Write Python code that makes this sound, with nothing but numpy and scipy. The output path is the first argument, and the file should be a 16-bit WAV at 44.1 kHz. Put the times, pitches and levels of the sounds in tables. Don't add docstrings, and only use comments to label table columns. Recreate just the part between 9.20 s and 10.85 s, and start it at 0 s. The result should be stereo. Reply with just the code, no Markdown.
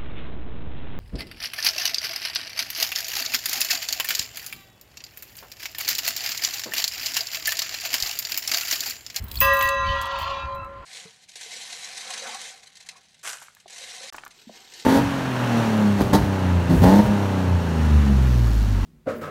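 import sys
import numpy as np
from scipy import signal
from scipy.fft import rfft, irfft
from scipy.io import wavfile
from scipy.ndimage import uniform_filter1d

SR = 44100
rng = np.random.default_rng(int(sys.argv[2]) if len(sys.argv) > 2 else 0)


def inscribe(sig):
    pcm = np.round(np.clip(np.atleast_2d(sig).T, -1, 1) * 32767)
    wavfile.write(sys.argv[1], SR, pcm.astype(np.int16))


N = 72765
T = np.arange(N) / SR

STRIKE_S, WAVER_DB = .2115, 2.3
# f/Hz, level/dB, t60/s, mid-swing gain/dB, left over right/dB, left lag/ms,
# beat/Hz, starting beat depth/ratio, t of one beat dip/s
BELL_PARTIALS = [(550.4, -22, 4.12, -2.8, 10.4, -.11, 4.91, .34, .226),
                 (1037, -13.6, 4, -3, 6.2, -.27, 1.45, .17, .26),
                 (1194.5, -18, 2.73, -1.7, 0, -.28, -8.6, .4, .34),
                 (1381, -26, 7, 3, -.4, -.29, -6.8, .38, .275),
                 (1635.5, -12.5, 1.85, 3, -4.5, -.25, 4.46, .25, .42),
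                 (1927.5, -17.5, 1.95, 10.5, -14, .22, -7.22, .24, .256),
                 (3915, -34, 2.9, -1, -1, -.02, 1.6, .55, .37)]
def bell(half_swing_s=1.29, dull_db_per_octave=-6, dull_above_hz=926):
    turn = (1 - np.cos(np.pi * np.clip((T - STRIKE_S) / half_swing_s, 0, 1))) / 2
    out = np.zeros((2, N))
    for k, (hz, db, t60, swing_db, pan_db, lag_ms, beat_hz, depth, dip_s) in enumerate(BELL_PARTIALS):
        phase = phase_at_microphone(hz, STRIKE_S, lag_ms)
        reflection = np.clip(depth * (1 + 1.2 * turn), 0, .85)
        tone = np.sin(phase) - reflection * np.sin(phase + 2 * np.pi * beat_hz * (T - dip_s))
        dull_db = dull_db_per_octave * max(np.log2(hz / dull_above_hz), 0) * turn ** 2
        level = from_db(db + swing_db * np.sin(np.pi * turn) + dull_db + WAVER_DB * drift(5.6))
        out += (-1) ** k * panned(pan_db) * level * dying(STRIKE_S, t60) * tone
    return out * rising(STRIKE_S, rise_s=.0061)


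# f/Hz, stroke level/dB, bounce level/dB, t60/s, left over right/dB, left lag/ms
CLANG_PARTIALS = [(2615, -25, -33, 1.1, -4, -.02), (2649, -23, -30, 1.3, -6, -.01),
                  (2757, -31, -37, .6, 0, -.09), (2803, -30, -43, .6, 1, .17), (3022, -40, -39, .9, 0, .15),
                  (3056, -28, -50, 1.2, -4, -.13), (3372, -35, -36, .9, 5, -.11),
                  (3433, -36, -47, 1.8, -1, .1), (3465, -42, -35, .9, -6, .14),
                  (3919, -36, -34, .9, 1, -.02), (4763, -37, -56, .6, -2, -.06),
                  (4834, -39, -39, 1, -2, -.09), (4889, -36, -43, .6, -4, -.05),
                  (5070, -31, -46, .6, -7, -.09), (5322, -48, -48, 1.4, 0, -.12),
                  (5587, -41, -58, .8, -6, -.09), (5939, -38, -50, .8, -5, -.04),
                  (6220, -41, -58, 1, 0, -.01), (6253, -54, -44, 1.7, 2, .01),
                  (6379, -48, -49, 1.6, -4, .03)]
def clang():
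    bounce_s = CLAPPER_CONTACTS[1][0]
    out = np.zeros((2, N))
    for hz, stroke_db, bounce_db, t60, pan_db, lag_ms in CLANG_PARTIALS:
        stroke = from_db(stroke_db) * dying(STRIKE_S, t60)
        bounce = from_db(bounce_db) * dying(bounce_s, t60)
        level = np.hypot(stroke, bounce) * from_db(WAVER_DB * drift(18))
        tone = np.sin(phase_at_microphone(hz, STRIKE_S, lag_ms) + 2 * np.pi * rng.random())
        out += panned(pan_db) * level * tone
    return out * rising(STRIKE_S, rise_s=.002)


# t/s, clank level/dB, overtone level/dB
CLAPPER_CONTACTS = [(0.2118, -22.5, -34), (0.4099, -24, -37.5)]
# f/Hz, relative level/dB
CLANK_SPECTRUM = [(300, -9), (600, -7), (1100, -6.5), (1700, 3.5), (2200, -4), (2700, 10.5), (3700, -15),
                  (4600, -22), (6200, -3.5), (9000, -30)]
def clapper():
    clank, ring_power = np.zeros((2, N))
    for s, clank_db, ring_db in CLAPPER_CONTACTS:
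        crack = from_db(3) * dying(s, t60=.0086)
        tail = from_db(-24) * dying(s, t60=.9)
        clank += from_db(clank_db) * (crack + dying(s, t60=.07) + tail)
        ring_power += (from_db(ring_db) * dying(s, t60=.83)) ** 2
    contacts = clank * noise(CLANK_SPECTRUM, alike=.62) + np.sqrt(ring_power) * overtones()
    return contacts * panned(7.5)


# f/Hz, relative level/dB
OVERTONE_SPECTRUM = [(2400, -6), (2700, 2), (3300, -24.5), (4600, -6.5), (5400, -31), (6300, -3.5),
                     (7500, -25.5), (8500, -16)]
def overtones(count=56):
    hz, db = np.transpose(OVERTONE_SPECTRUM)
    pitches = np.geomspace(hz[0], hz[-1], count) * (1 + rng.normal(0, .006, count))
    gains = from_db(np.interp(pitches, hz, db) + rng.normal(0, 1.6, count))
    tones = (g * np.sin(2 * np.pi * (f * T + rng.random((2, 1)))) for f, g in zip(pitches, gains))
    return rms_one(sum(tones))


LEFT_LEAD_SAMPLES = 2.6
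# t/s, tick level/dB, ring level/dB
METAL_TOUCHES = [(0.008, -51, -56), (0.023, -44, -52), (0.0396, -40.5, -37), (0.0823, -39.5, -40),
                 (0.1142, -22.5, -34.5), (0.14, -37, -41), (0.1553, -22.5, -29), (0.2031, -19.5, -9),
                 (0.2118, -28, -21), (0.226, -42, -16), (0.237, -30, -41), (0.247, -25, -19.5),
                 (0.3332, -55, -25.5), (0.369, -28, -30), (0.39, -27.5, -29), (0.4112, -19.5, -66),
                 (0.4242, -21, -22), (0.439, -41, -45), (0.454, -27, -54), (0.474, -27, -44),
                 (0.489, -17.5, -56), (0.507, -56, -46), (0.5434, -43, -71), (.6574, -50, -70),
                 (0.814, -24.5, -46), (0.822, -30.5, -60), (0.856, -33, -68), (0.867, -39, -67),
                 (0.924, -45, -67.5), (0.988, -32.5, -40), (1.018, -35, -44), (1.111, -54, -67),
                 (1.3477, -43, -53), (1.4456, -45, -67)]
# f/Hz, relative level/dB, t60/s
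METAL_MODES = [(7750, -19.5, 0.13), (9500, -24.5, 0.16), (11300, -15.5, 0.053), (11400, -11.5, 0.18),
               (12300, -15.5, 0.21), (14010, -26, .2), (14850, 0, 0.08), (14920, -3.5, 0.14),
               (15300, -11, 0.059)]
def jingle(detune=.002, blur_rad=.31, ring_rise_s=.00091):
    ticks, rings = rattle(), np.zeros((2, N))
    blurs = [blur_rad * drift(130)[0] for _ in METAL_MODES]
    lead_s = np.array([[LEFT_LEAD_SAMPLES], [0]]) / SR
    for s, tick_db, ring_db in METAL_TOUCHES:
        tick_decay = dying(s, t60=.016) + from_db(-13.5) * dying(s, t60=.068)
        ticks += from_db(tick_db) * rising(s, rise_s=.00039) * tick_decay
        span = slice(int(s * SR), int(s * SR) + SR // 5)
        age = T[span] - T[span][0]
        attack = 1 - np.exp(-age / ring_rise_s)
        for (hz, db, t60), blur in zip(METAL_MODES, blurs):
            level = from_db(ring_db + db + rng.normal(0, 2.2)) * np.exp(-np.log(1000) * age / t60)
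            pitch = hz * (1 + detune * rng.normal())
            rings[:, span] += level * attack * np.sin(2 * np.pi * pitch * (age + lead_s) + blur[span])
    return ticks * tick_noise() * panned(-2.5) + rings * panned(-6.5)


# f/Hz, relative level/dB
TICK_SPECTRUM = [(1000, -31.5), (2500, 3), (4500, 7), (5700, -3.5), (7500, 5), (9000, -4), (12500, 7),
                 (15000, -9), (16500, 6)]
def tick_noise():
    left, right = patchy(noise(TICK_SPECTRUM, alike=.34), depth_db=5, width_hz=130, length_s=.3)
    return np.array([np.roll(left, -int(LEFT_LEAD_SAMPLES)), right])


# t/s, level/dB
RATTLE_LEVEL = [(0, -55), (.1, -48.5), (.19, -37), (.225, -29), (.28, -41), (.36, -41), (.43, -44),
                (.5, -44), (.56, -60), (.78, -57), (.82, -52), (.9, -97), (1.0, -45), (1.25, -85),
                (1.65, -74.5)]
def rattle(touches_per_s=920, spread_db=4.5, t60=.019):
    level_db, = in_time(RATTLE_LEVEL)
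    sizes = from_db(spread_db * np.minimum(rng.exponential(1, N), 3))
    touches = sizes * (rng.random(N) < touches_per_s / SR)
    decay = np.exp(-np.log(1000) / (t60 * SR))
    return from_db(level_db) * rms_one(signal.lfilter([1], [1, -decay], touches + 1e-18))


# t/s, body level/dB, hiss level/dB
RASP_LEVEL = [(0, -57.5, -56), (.17, -49.5, -58), (.25, -43, -38), (.62, -53, -49), (.69, -41.5, -33.5),
              (.78, -30, -35), (.9, -30.5, -36), (1.0, -27.5, -34), (1.1, -30, -32.5), (1.2, -32.5, -42),
              (1.3, -35.5, -50), (1.44, -41, -67), (1.52, -50.5, -60), (1.65, -44, -59)]
# f/Hz, relative level/dB
BODY_SPECTRUM = [(300, -39), (600, -7.5), (850, -2.5), (950, 5.5), (1090, 8.5), (1250, -14.5), (1350, 5.5),
                 (1480, -15.5), (1700, -7.5), (2200, -16.5), (3000, -54.5)]
# f/Hz, relative level/dB
HISS_SPECTRUM = [(1500, -29), (2000, -14), (2600, 4.5), (3150, 6), (3700, -3), (4500, -2), (5500, -13.5),
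                 (7000, -17), (9000, -39.5), (15000, -42)]
# middle t/s, length/s, f/Hz, level/dB
SQUEAKS_AND_PING = [(0.175, 0.0058, 4360, -26.5), (0.491, 0.003, 7250, -27), (0.658, 0.025, 2310, -36),
                    (0.684, 0.046, 4510, -42), (0.701, 0.035, 3030, -33), (0.727, 0.36, 1737, -47.5),
                    (0.821, 0.058, 3340, -34.5), (1.045, 0.073, 3083, -38.5), (1.171, 0.22, 2410, -45.5),
                    (1.2, 0.061, 3820, -43), (1.207, 0.052, 2650, -36.5), (1.315, 0.19, 3970, -55),
                    (1.409, 0.053, 2648, -43), (1.431, 0.062, 1318, -38.5), (0.8, 0.11, 968, -35),
                    (0.957, 0.029, 953, -33.5), (1.09, 0.093, 1090, -26)]
def rasp(alike=-.29):
    body_db, hiss_db = in_time(RASP_LEVEL)
    body = from_db(body_db + .29 * drift(40)) * patchy(noise(BODY_SPECTRUM, alike), depth_db=2)
    hiss = from_db(hiss_db + 2 * drift(54)[0]) * patchy(noise(HISS_SPECTRUM, alike), depth_db=4)
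    for s, length, hz, db in SQUEAKS_AND_PING:
        blur = 1.28 * drift(1.1 / length)
        tone = rms_one(np.sin(2 * np.pi * hz * T + blur))
        hiss += from_db(db) * np.exp(-2 * ((T - s) / length) ** 2) * tone
    return body * panned(-1.5) + hiss * panned(-4)


# t/s, relative level/dB
GUST_LEVEL = [(0.0, -37), (0.044, -32), (0.064, -45.5), (0.16, -39.5), (0.188, -29), (0.348, -38),
              (0.386, -48), (0.444, -35.5), (0.536, -48.5), (0.578, -37), (0.665, -35), (0.698, -25),
              (0.73, -34.5), (0.794, -38), (0.83, -38), (0.918, -57), (0.932, -44), (1.02, -40.5),
              (1.208, -47.5), (1.258, -33), (1.308, -54), (1.342, -38), (1.368, -50), (1.392, -38.5),
              (1.53, -52.5), (1.616, -45), (1.65, -64)]
# f/Hz, relative level/dB
WIND_SPECTRUM = [(20, -11), (40, -3), (70, 5), (100, -0.5), (140, -13), (220, -15.5), (400, -40.5),
                 (900, -68.5)]
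def wind():
    gust_db, = in_time(GUST_LEVEL)
    rumble = noise(WIND_SPECTRUM, alike=.3)
    power = uniform_filter1d(np.mean(rumble ** 2, axis=0), size=2400)
    return from_db(gust_db + 3.5) * rumble / np.sqrt(power)


# f/Hz, relative level/dB
AIR_SPECTRUM = [(30, -22.5), (150, -1), (350, -1.5), (1000, -7), (2000, -5.5), (4000, -30), (8000, -33.5),
                (15000, -54)]
def open_air():
    return from_db(-48.5) * noise(AIR_SPECTRUM, alike=.068)


def from_db(db):
    return 10 ** (np.asarray(db) / 20)


def rms_one(x):
    return x / np.sqrt(np.mean(x ** 2) + 1e-20)


def in_time(rows):
    s, *columns = np.transpose(rows)
    return [np.interp(T, s, c) for c in columns]


def panned(pan_db):
    return rms_one(from_db([[pan_db / 2], [-pan_db / 2]]))


def phase_at_microphone(hz, start, lag_ms):
    return 2 * np.pi * hz * (T - start - np.array([[lag_ms], [0]]) / 1000)


def dying(start, t60):
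    return (T >= start) * np.exp(-np.log(1000) * np.maximum(T - start, 0) / t60)


def rising(start, rise_s):
    return 1 - np.exp(-np.maximum(T - start, 0) / rise_s)


def drift(rate_hz):
    hz = np.arange(N // 2 + 1) * SR / N
    return rms_one(irfft(rfft(rng.standard_normal((2, N))) / (1 + (hz / rate_hz) ** 2), N))


def noise(spectrum, alike):
    hz, db = np.transpose(spectrum)
    bins_hz = np.arange(N // 2 + 1) * SR / N
    gain = from_db(np.interp(np.log(bins_hz + 1e-3), np.log(hz), db))
    mid, side = irfft(rfft(rng.standard_normal((2, N))) * gain, N)
    return rms_one(np.sqrt(1 + alike) * mid + np.sqrt(1 - alike) * side * [[1], [-1]])


def patchy(x, depth_db, width_hz=70, length_s=.09):
    hz, s, frames = signal.stft(x, SR, nperseg=2048, noverlap=1536)
    patches = rng.standard_normal(frames.shape[1:])
    for axis, span in enumerate((width_hz / hz[1], length_s / s[1])):
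        patches = uniform_filter1d(patches, max(round(span), 1), axis=axis)
    frames *= from_db(depth_db * rms_one(patches))
    _, out = signal.istft(frames, SR, nperseg=2048, noverlap=1536)
    return rms_one(out[:, :N])


def scene():
    return bell() + clang() + clapper() + jingle() + rasp() + wind() + open_air()


def record(dry):
    lowpass = signal.ellip(12, .1, 80, 15900, fs=SR, output="sos")
    return signal.sosfilt(lowpass, np.clip(dry, -1, 1))


dry = scene()
out = record(dry)
inscribe(out)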